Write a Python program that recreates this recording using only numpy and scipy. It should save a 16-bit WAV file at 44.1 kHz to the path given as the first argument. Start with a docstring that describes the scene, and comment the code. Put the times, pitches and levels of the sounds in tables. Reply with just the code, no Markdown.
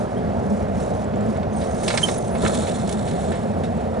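"""At the stern of a small sailboat under way, a microphone pair hears the steady rush of the wake and
the booming hull. Ahead, slack rope is pulled by hand and the boom swings across: the mainsheet ticks
and whirs out through its blocks, snaps taut, and the loaded blocks stick and squeak.
The sail fills with a double thump and cracks, then cloth and rope rustle until they settle."""
import sys
import numpy as np
from scipy import signal
from scipy.fft import rfft, irfft
from scipy.io import wavfile
from scipy.ndimage import uniform_filter1d

SR = 44100
rng = np.random.default_rng(int(sys.argv[2]) if len(sys.argv) > 2 else 0)


def persist_wave(psi):
    """Save psi, clipped to +-1, as 16-bit WAV."""
    counts = np.round(np.clip(psi, -1, 1) * 32767).astype(np.int16)
    wavfile.write(sys.argv[1], SR, np.atleast_2d(counts).T)


N = 176400
TIME, HZ = np.arange(N) / SR, np.fft.rfftfreq(N, 1 / SR)
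TOP_HZ, BLOW_RISE_S = 11080, 0.0023


def amp(db):
    """Decibels to gain."""
    return 10 ** (np.asarray(db) / 20)


def unit_rms(x):
    """Scales to rms 1."""
    return x / np.sqrt(np.mean(x ** 2) + 1e-20)


def curve(points, hz=HZ):
    """Joins points on a log-frequency axis."""
    freq_hz, value = np.transpose(points)
    return np.interp(np.log(hz + 1), np.log(freq_hz + 1), value)


def level(points):
    """A level curve in dB, falling to silence outside its span."""
    time_s, db = np.transpose(points)
    outside_s = np.maximum(np.maximum(time_s[0] - TIME, TIME - time_s[-1]), 0)
    return np.interp(TIME, time_s, db) - 600 * outside_s


def add(mix, start_s, sound):
    """Mixes a sound in at a time."""
    part = mix[..., max(round(start_s * SR), 0):][..., :sound.shape[-1]]
    part += sound[..., :part.shape[-1]]


def colour(x, db):
    """Filters by a gain in dB per frequency, then scales to rms 1."""
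    return unit_rms(irfft(rfft(x) * amp(db), N))


def drift(rate_hz):
    """Slow random motion of rms 1."""
    return unit_rms(irfft(rfft(rng.standard_normal(N)) / (1 + (HZ / rate_hz) ** 4), N))


def ringing(modes, flicker_db=0):
    """Resonances kept ringing by random excitation; each can flicker on its own."""
    out = np.zeros((2, N))
    for hz, width_hz, db in modes:
        gain = amp(db + flicker_db * np.tanh(drift(rate_hz=36)))
        peak_db = -20 * np.log10(1 + ((HZ - hz) / width_hz) ** 2)
        out += gain * colour(rng.standard_normal((2, N)), peak_db)
    return out


def fibre_catches(bands=20, pips_per_s=6500, spread_db=2.5, pip_s=0.00023):
    """Fibres catch and slip: tiny pips scattered in time and pitch."""
    t = np.arange(-128, 129) / SR
    out = np.zeros((2, N))
    for hz in np.linspace(500, TOP_HZ, bands):
        chance = rng.random(N) * SR * bands / pips_per_s
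        at = np.flatnonzero(chance < 1)
        strength = amp(spread_db * np.minimum(-np.log(chance[at]), 4))
        sign = 2 * rng.integers(0, 2, (2, N), dtype=np.int8)[:, at] - 1
        train = np.zeros((2, N))
        train[:, at] = strength * sign
        pip = np.exp(-.5 * (t / pip_s) ** 2) * np.cos(2 * np.pi * hz * t)
        out += signal.oaconvolve(train, pip[None], "same", axes=1)
    return unit_rms(out)


def friction(spectrum, grainy, flutter_db=2.5):
    """Catches of fibre, plainest in the treble, over a smooth hiss; both come in clumps."""
    share = np.clip(grainy * np.sqrt(HZ / TOP_HZ), 0, 1)
    grains = np.sqrt(share) * rfft(fibre_catches())
    hiss = np.sqrt(2 * (1 - share)) * rfft(rng.standard_normal((2, N)))
    return colour(irfft(grains + hiss, N), curve(spectrum)) * amp(flutter_db * drift(rate_hz=72))


def blow(spectrum, db, decay_s, tilt_db=0, rise_s=BLOW_RISE_S, size=16384):
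    """A dense cluster of vibration that rises quickly and dies away."""
    t, hz = np.arange(size) / SR, np.fft.rfftfreq(size, 1 / SR)
    octaves = np.log2(np.clip(hz, 500, TOP_HZ) / 1000)
    gain = amp(curve(spectrum, hz) + tilt_db * octaves) * (hz < TOP_HZ)
    body = unit_rms(irfft(rfft(rng.standard_normal((2, size))) * gain))
    envelope = np.minimum(t / rise_s, 1) * np.exp(-np.maximum(t - 2 * rise_s, 0) / decay_s)
    return amp(db) * body * envelope


# Rush and rumble of the water just behind the microphones: freq_hz, relative_db
WAKE_SPECTRUM = [(20, -38), (45, -18), (72, -4), (102, -3.5), (135, -7), (165, -2), (235, -2.5), (295, -14),
                 (380, -8), (690, -6), (830, -15), (1020, -21.5), (1600, -28), (2800, -40), (5500, -47.5),
                 (11000, -56.5)]


def wake(level_db=-23.5, patch_db=1.0, swell_db=0.54):
    """Water churns behind the stern in patches that drift in time and pitch."""
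    frames = signal.stft(rng.standard_normal((2, N)), nperseg=512, noverlap=384)[2]
    patches = uniform_filter1d(rng.standard_normal(frames.shape[1:]), size=6, axis=0)
    patches = unit_rms(uniform_filter1d(patches, size=12, axis=1))
    churn = signal.istft(frames * amp(patch_db * patches), nperseg=512, noverlap=384)[1][:, :N]
    return amp(level_db + swell_db * drift(rate_hz=6)) * colour(churn, curve(WAKE_SPECTRUM))


# Resonances of the hull underfoot: pitch_hz, width_hz, level_db
HULL_MODES = [(84, 7.1, -42.5), (210.4, 18, -33.5)]
# Rise and fall of its booming: time_s, gain_db
HULL_SWELL = [(0, -5), (.48, 10.5), (.75, -1), (1.3, 4), (2.1, -7.5), (2.55, 4.5), (4, 0.5)]


def hull():
    """The hull booms with the churning water."""
    return amp(level(HULL_SWELL)) * ringing(HULL_MODES)


# Hiss of rope, hauled or running: freq_hz, relative_db
ROPE_SPECTRUM = [(700, 15), (2900, -2), (3800, 4), (4700, -2), (5500, 4), (7500, 3), (8300, 1.5), (9400, 2),
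                 (11000, -2.5)]
# Hand pulls ahead of the microphones: time_s, level_db
ROPE_PULLS = [(0, -46.5), (.13, -54.5), (.3, -58), (.46, -50), (.6, -49), (.7, -57), (.785, -44),
              (.98, -49), (1.1, -61), (1.35, -47), (1.42, -60)]


def hauled_rope():
    """Slack rope swishes in short pulls."""
    return amp(level(ROPE_PULLS)) * friction(ROPE_SPECTRUM, grainy=0.5)


# Squeaks of a loaded block, ahead and a little to the right, and the higher chirps and squeal of the sheaves
# (rows near 8.5-10 kHz): start_s, length_s, pitch_hz, level_db
SQUEAKS_AND_CHIRPS = [(0.162, 0.033, 3200, -51.5), (1.558, 0.019, 8580, -44), (2.029, 0.019, 3105, -14),
                      (2.046, 0.012, 3120, -24), (2.06, 0.022, 3110, -41), (2.179, 0.0091, 9980, -35),
                      (2.271, 0.019, 8570, -45), (2.298, 0.083, 9920, -50)]


def squeaks_and_chirps(lock_db=-36, steady_jitter=0.0046, rasp_jitter=.012):
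    """A block or sheave sticks and slips: a note swells and fades, shrill only at its height."""
    out = np.zeros((2, N))
    for start_s, length_s, hz, db in SQUEAKS_AND_CHIRPS:
        swell = np.abs(np.sin(np.linspace(0, np.pi, round(length_s * SR)))) ** 0.78
        # Weak squeaks fail to lock onto their pitch, and rasp.
        jitter = steady_jitter + rasp_jitter / (1 + amp(db - lock_db))
        pitch_hz = hz * (1 + jitter * drift(rate_hz=420)[:len(swell)])
        phase = 2 * np.pi * np.cumsum(pitch_hz) / SR
        note = sum(amp(harmonic_db) * swell ** k * np.sin(k * phase)
                   for k, harmonic_db in enumerate([0, -20, -7.5], 1) if k * hz < SR / 2)
        add(out[0], start_s, amp(db) * np.sqrt(2) * note)
    return out


# Faint ticks from a ratchet block ahead: start_s, level_db
RATCHET_TICKS = [(.835, -47), (.862, -49), (1.042, -46), (1.156, -49), (1.206, -44.5), (1.262, -48.5),
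                 (1.370, -46)]
# Their thin treble: freq_hz, relative_db
TICK_SPECTRUM = [(6200, -10), (7300, 6), (9000, -13)]


def ratchet():
    """The ratchet ticks as its block pays out."""
    out = np.zeros((2, N))
    for start_s, db in RATCHET_TICKS:
        add(out, start_s, blow(TICK_SPECTRUM, db, decay_s=0.00096))
    return out


# Snaps and knocks of the tackle ahead: start_s, level_db, decay_s, tilt_db_per_octave
TACKLE_SNAPS = [(1.136, -32.5, .004, -5.5), (1.362, -35, 0.0048, -2), (1.429, -33.5, 0.0034, -2),
                (1.611, -39, 0.042, 2), (1.878, -20, 0.0079, 4.5), (1.900, -23, 0.019, 1),
                (1.937, -23, 0.036, -4), (1.973, -17, 0.0077, 3.5), (2.084, -19.5, 0.0049, -3),
                (2.350, -31.5, 0.018, -2)]
# Their tone before the tilt: freq_hz, relative_db
SNAP_SPECTRUM = [(100, -23), (600, 11.5), (1200, 3.5), (2250, 1), (2900, -2.5), (4200, -2.5), (7300, -19),
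                 (8300, -8.5), (11000, -37)]


def tackle():
    """Blocks knock and jerk as the sheet comes taut, and every snap rings their metal."""
    out = np.zeros((2, N))
    for start_s, db, decay_s, tilt_db in TACKLE_SNAPS:
        add(out, start_s, blow(SNAP_SPECTRUM, db, decay_s, tilt_db))
        add(out[0], start_s, block_clank(db))
    return out


# Metal of the blocks: pitch_hz, relative_db
BLOCK_MODES = [(2196, -12), (3517, -18), (4180, -20)]


def block_clank(db, decay_s=0.0082):
    """A struck block rings; each blow favours different modes."""
    t = np.arange(SR // 4) / SR
    ring = sum(amp(mode_db) * rng.uniform(0.27, 1) * np.sin(2 * np.pi * (hz * t + rng.random()))
               for hz, mode_db in BLOCK_MODES)
    return 2 * amp(db) * ring * np.minimum(t / BLOW_RISE_S, 1) * np.exp(-t / decay_s)


# The mainsheet running out ahead of the microphones: time_s, level_db
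SHEET_RUN = [(1.54, -48), (1.61, -43), (1.72, -45), (1.81, -40), (1.85, -34), (2.1, -29.5), (2.16, -38),
             (2.21, -42.5), (2.36, -49.5), (2.42, -58)]
# Ringing of the sheaves: pitch_hz, width_hz, relative_db
SHEAVE_MODES = [(6440, 90, -43.5), (8500, 120, -42), (10400, 270, -48)]


def running_sheet(wander_hz=40, whir_follow=0.72, reference_db=-23):
    """Rope hisses through the blocks and sets the sheaves whirring at an unsteady pitch."""
    run_db = level(SHEET_RUN)
    wander = np.exp(2j * np.pi * np.cumsum(wander_hz * drift(rate_hz=10)) / SR)
    whir = (signal.hilbert(ringing(SHEAVE_MODES, flicker_db=6)) * wander).real
    hiss = amp(run_db) * friction(ROPE_SPECTRUM, grainy=0.82)
    return hiss + whir * amp(whir_follow * (run_db - reference_db))


# Sailcloth settling, heard from the stern: time_s, level_db
CLOTH_RUSTLE = [(2.36, -50.5), (2.43, -34.5), (2.66, -36.5), (2.79, -41), (3.03, -45.5), (3.25, -43.5),
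                (3.52, -53.5), (4, -57)]
# The rig takes the load, rebounds and thumps the hull: start_s, level_db, decay_s
RIG_THUMPS = [(2.423, -16, 0.029), (2.507, -24, 0.096)]
# Cracks of the filling sail: start_s, level_db, decay_s, tilt_db_per_octave
SAIL_CRACKS = [(2.448, -16.5, 0.0034, -4), (2.46, -17.5, 0.0041, -2), (2.494, -18, 0.0055, -7),
               (2.544, -32, 0.014, 12.5), (2.667, -33.5, 0.028, 6.5), (2.890, -31, 0.0061, 11),
               (2.923, -33, 0.0075, 12.5), (3.073, -33.5, 0.0093, 3.5), (3.109, -34.5, 0.0063, 6),
               (3.316, -36, 0.05, 2), (3.634, -36.5, 0.021, 4.5)]
# Tone of the rustle, the thumps and the cracks: freq_hz, relative_db
RUSTLE_SPECTRUM = [(1400, 7), (2900, -3), (3650, 8.5), (3950, 2.5), (4200, 7), (4600, -6), (5500, 0),
                   (6200, -2), (7100, 4.5), (9000, 1.5), (11000, -2.5)]
THUMP_SPECTRUM = [(30, -15), (100, 1.5), (230, 3.5), (330, -5), (560, -2), (1500, -23.5), (3000, -47)]
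CRACK_SPECTRUM = [(100, -10), (550, 10), (1050, -2.5), (1500, 7), (2700, -5.5), (3900, -7.5), (5000, -16.5),
                  (11000, -28)]


def sail():
    """The sail fills with a double thump and cracks, over the rustle of cloth."""
    out = amp(level(CLOTH_RUSTLE)) * friction(RUSTLE_SPECTRUM, grainy=1.0)
    for start_s, db, decay_s in RIG_THUMPS:
        add(out, start_s, blow(THUMP_SPECTRUM, db, decay_s, rise_s=0.01))
    for start_s, db, decay_s, tilt_db in SAIL_CRACKS:
        add(out, start_s, blow(CRACK_SPECTRUM, db, decay_s, tilt_db))
    return out


def cockpit_reflections(x, level_db=-7.5, decay_s=0.0063, echoes_per_s=2000):
    """Adds short scattered reflections from the nearby cockpit and sail."""
    t = np.arange(SR // 4) / SR
    taps = rng.standard_normal((2, len(t))) * (rng.random((2, len(t))) < echoes_per_s / SR)
    taps = taps * np.exp(-t / decay_s) * (t > .002)
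    return x + amp(level_db) * signal.fftconvolve(x, taps / np.linalg.norm(taps[0]), axes=1)[:, :N]


# Phase of the left microphone against the right: freq_hz, lead_rad
MIC_LEAD = [(20, -.2), (100, -.65), (340, -1.35), (950, -1.7), (3500, -.35), (7400, 0)]
# Level of the left microphone over the right: freq_hz, balance_db
MIC_BALANCE = [(40, 2), (130, 0), (560, -2), (1300, -3.5)]


def microphones(sound, likeness):
    """Row 0, the direct sound, reaches both sides; row 1, scattered, enters the right as likeness falls."""
    same = np.clip(likeness, 0, 1)
    direct, scattered = rfft(sound)
    half_offset = amp(curve(MIC_BALANCE) / 2) * np.exp(.5j * curve(MIC_LEAD))
    left = direct * half_offset
    right = (same * direct + np.sqrt(1 - same ** 2) * scattered) / half_offset
    return irfft(np.array([left, right]), N)


# How alike wake and hull are at the two microphones: freq_hz, likeness_0_to_1
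WATER_LIKENESS = [(100, 1), (650, 1), (1200, 0.93), (11000, 0.38)]


def scene(rig_likeness=0.85, squeak_pan_db=0.5):
    """From the stern: the rig ahead, its squeaking block a little to the right, the wake behind."""
    rig = microphones(hauled_rope() + running_sheet() + ratchet() + tackle() + sail(), rig_likeness)
    rig += microphones(squeaks_and_chirps(), rig_likeness) * amp([[-squeak_pan_db], [squeak_pan_db]])
    water = microphones(wake() + hull(), curve(WATER_LIKENESS))
    return water + cockpit_reflections(rig)


def record(dry):
    """The recorder's steep band limit."""
    lowpass = signal.firwin(1023, TOP_HZ, window=("kaiser", 9), fs=SR)
    return signal.oaconvolve(dry, lowpass[None], "same")


dry = scene()
out = record(dry)
persist_wave(out)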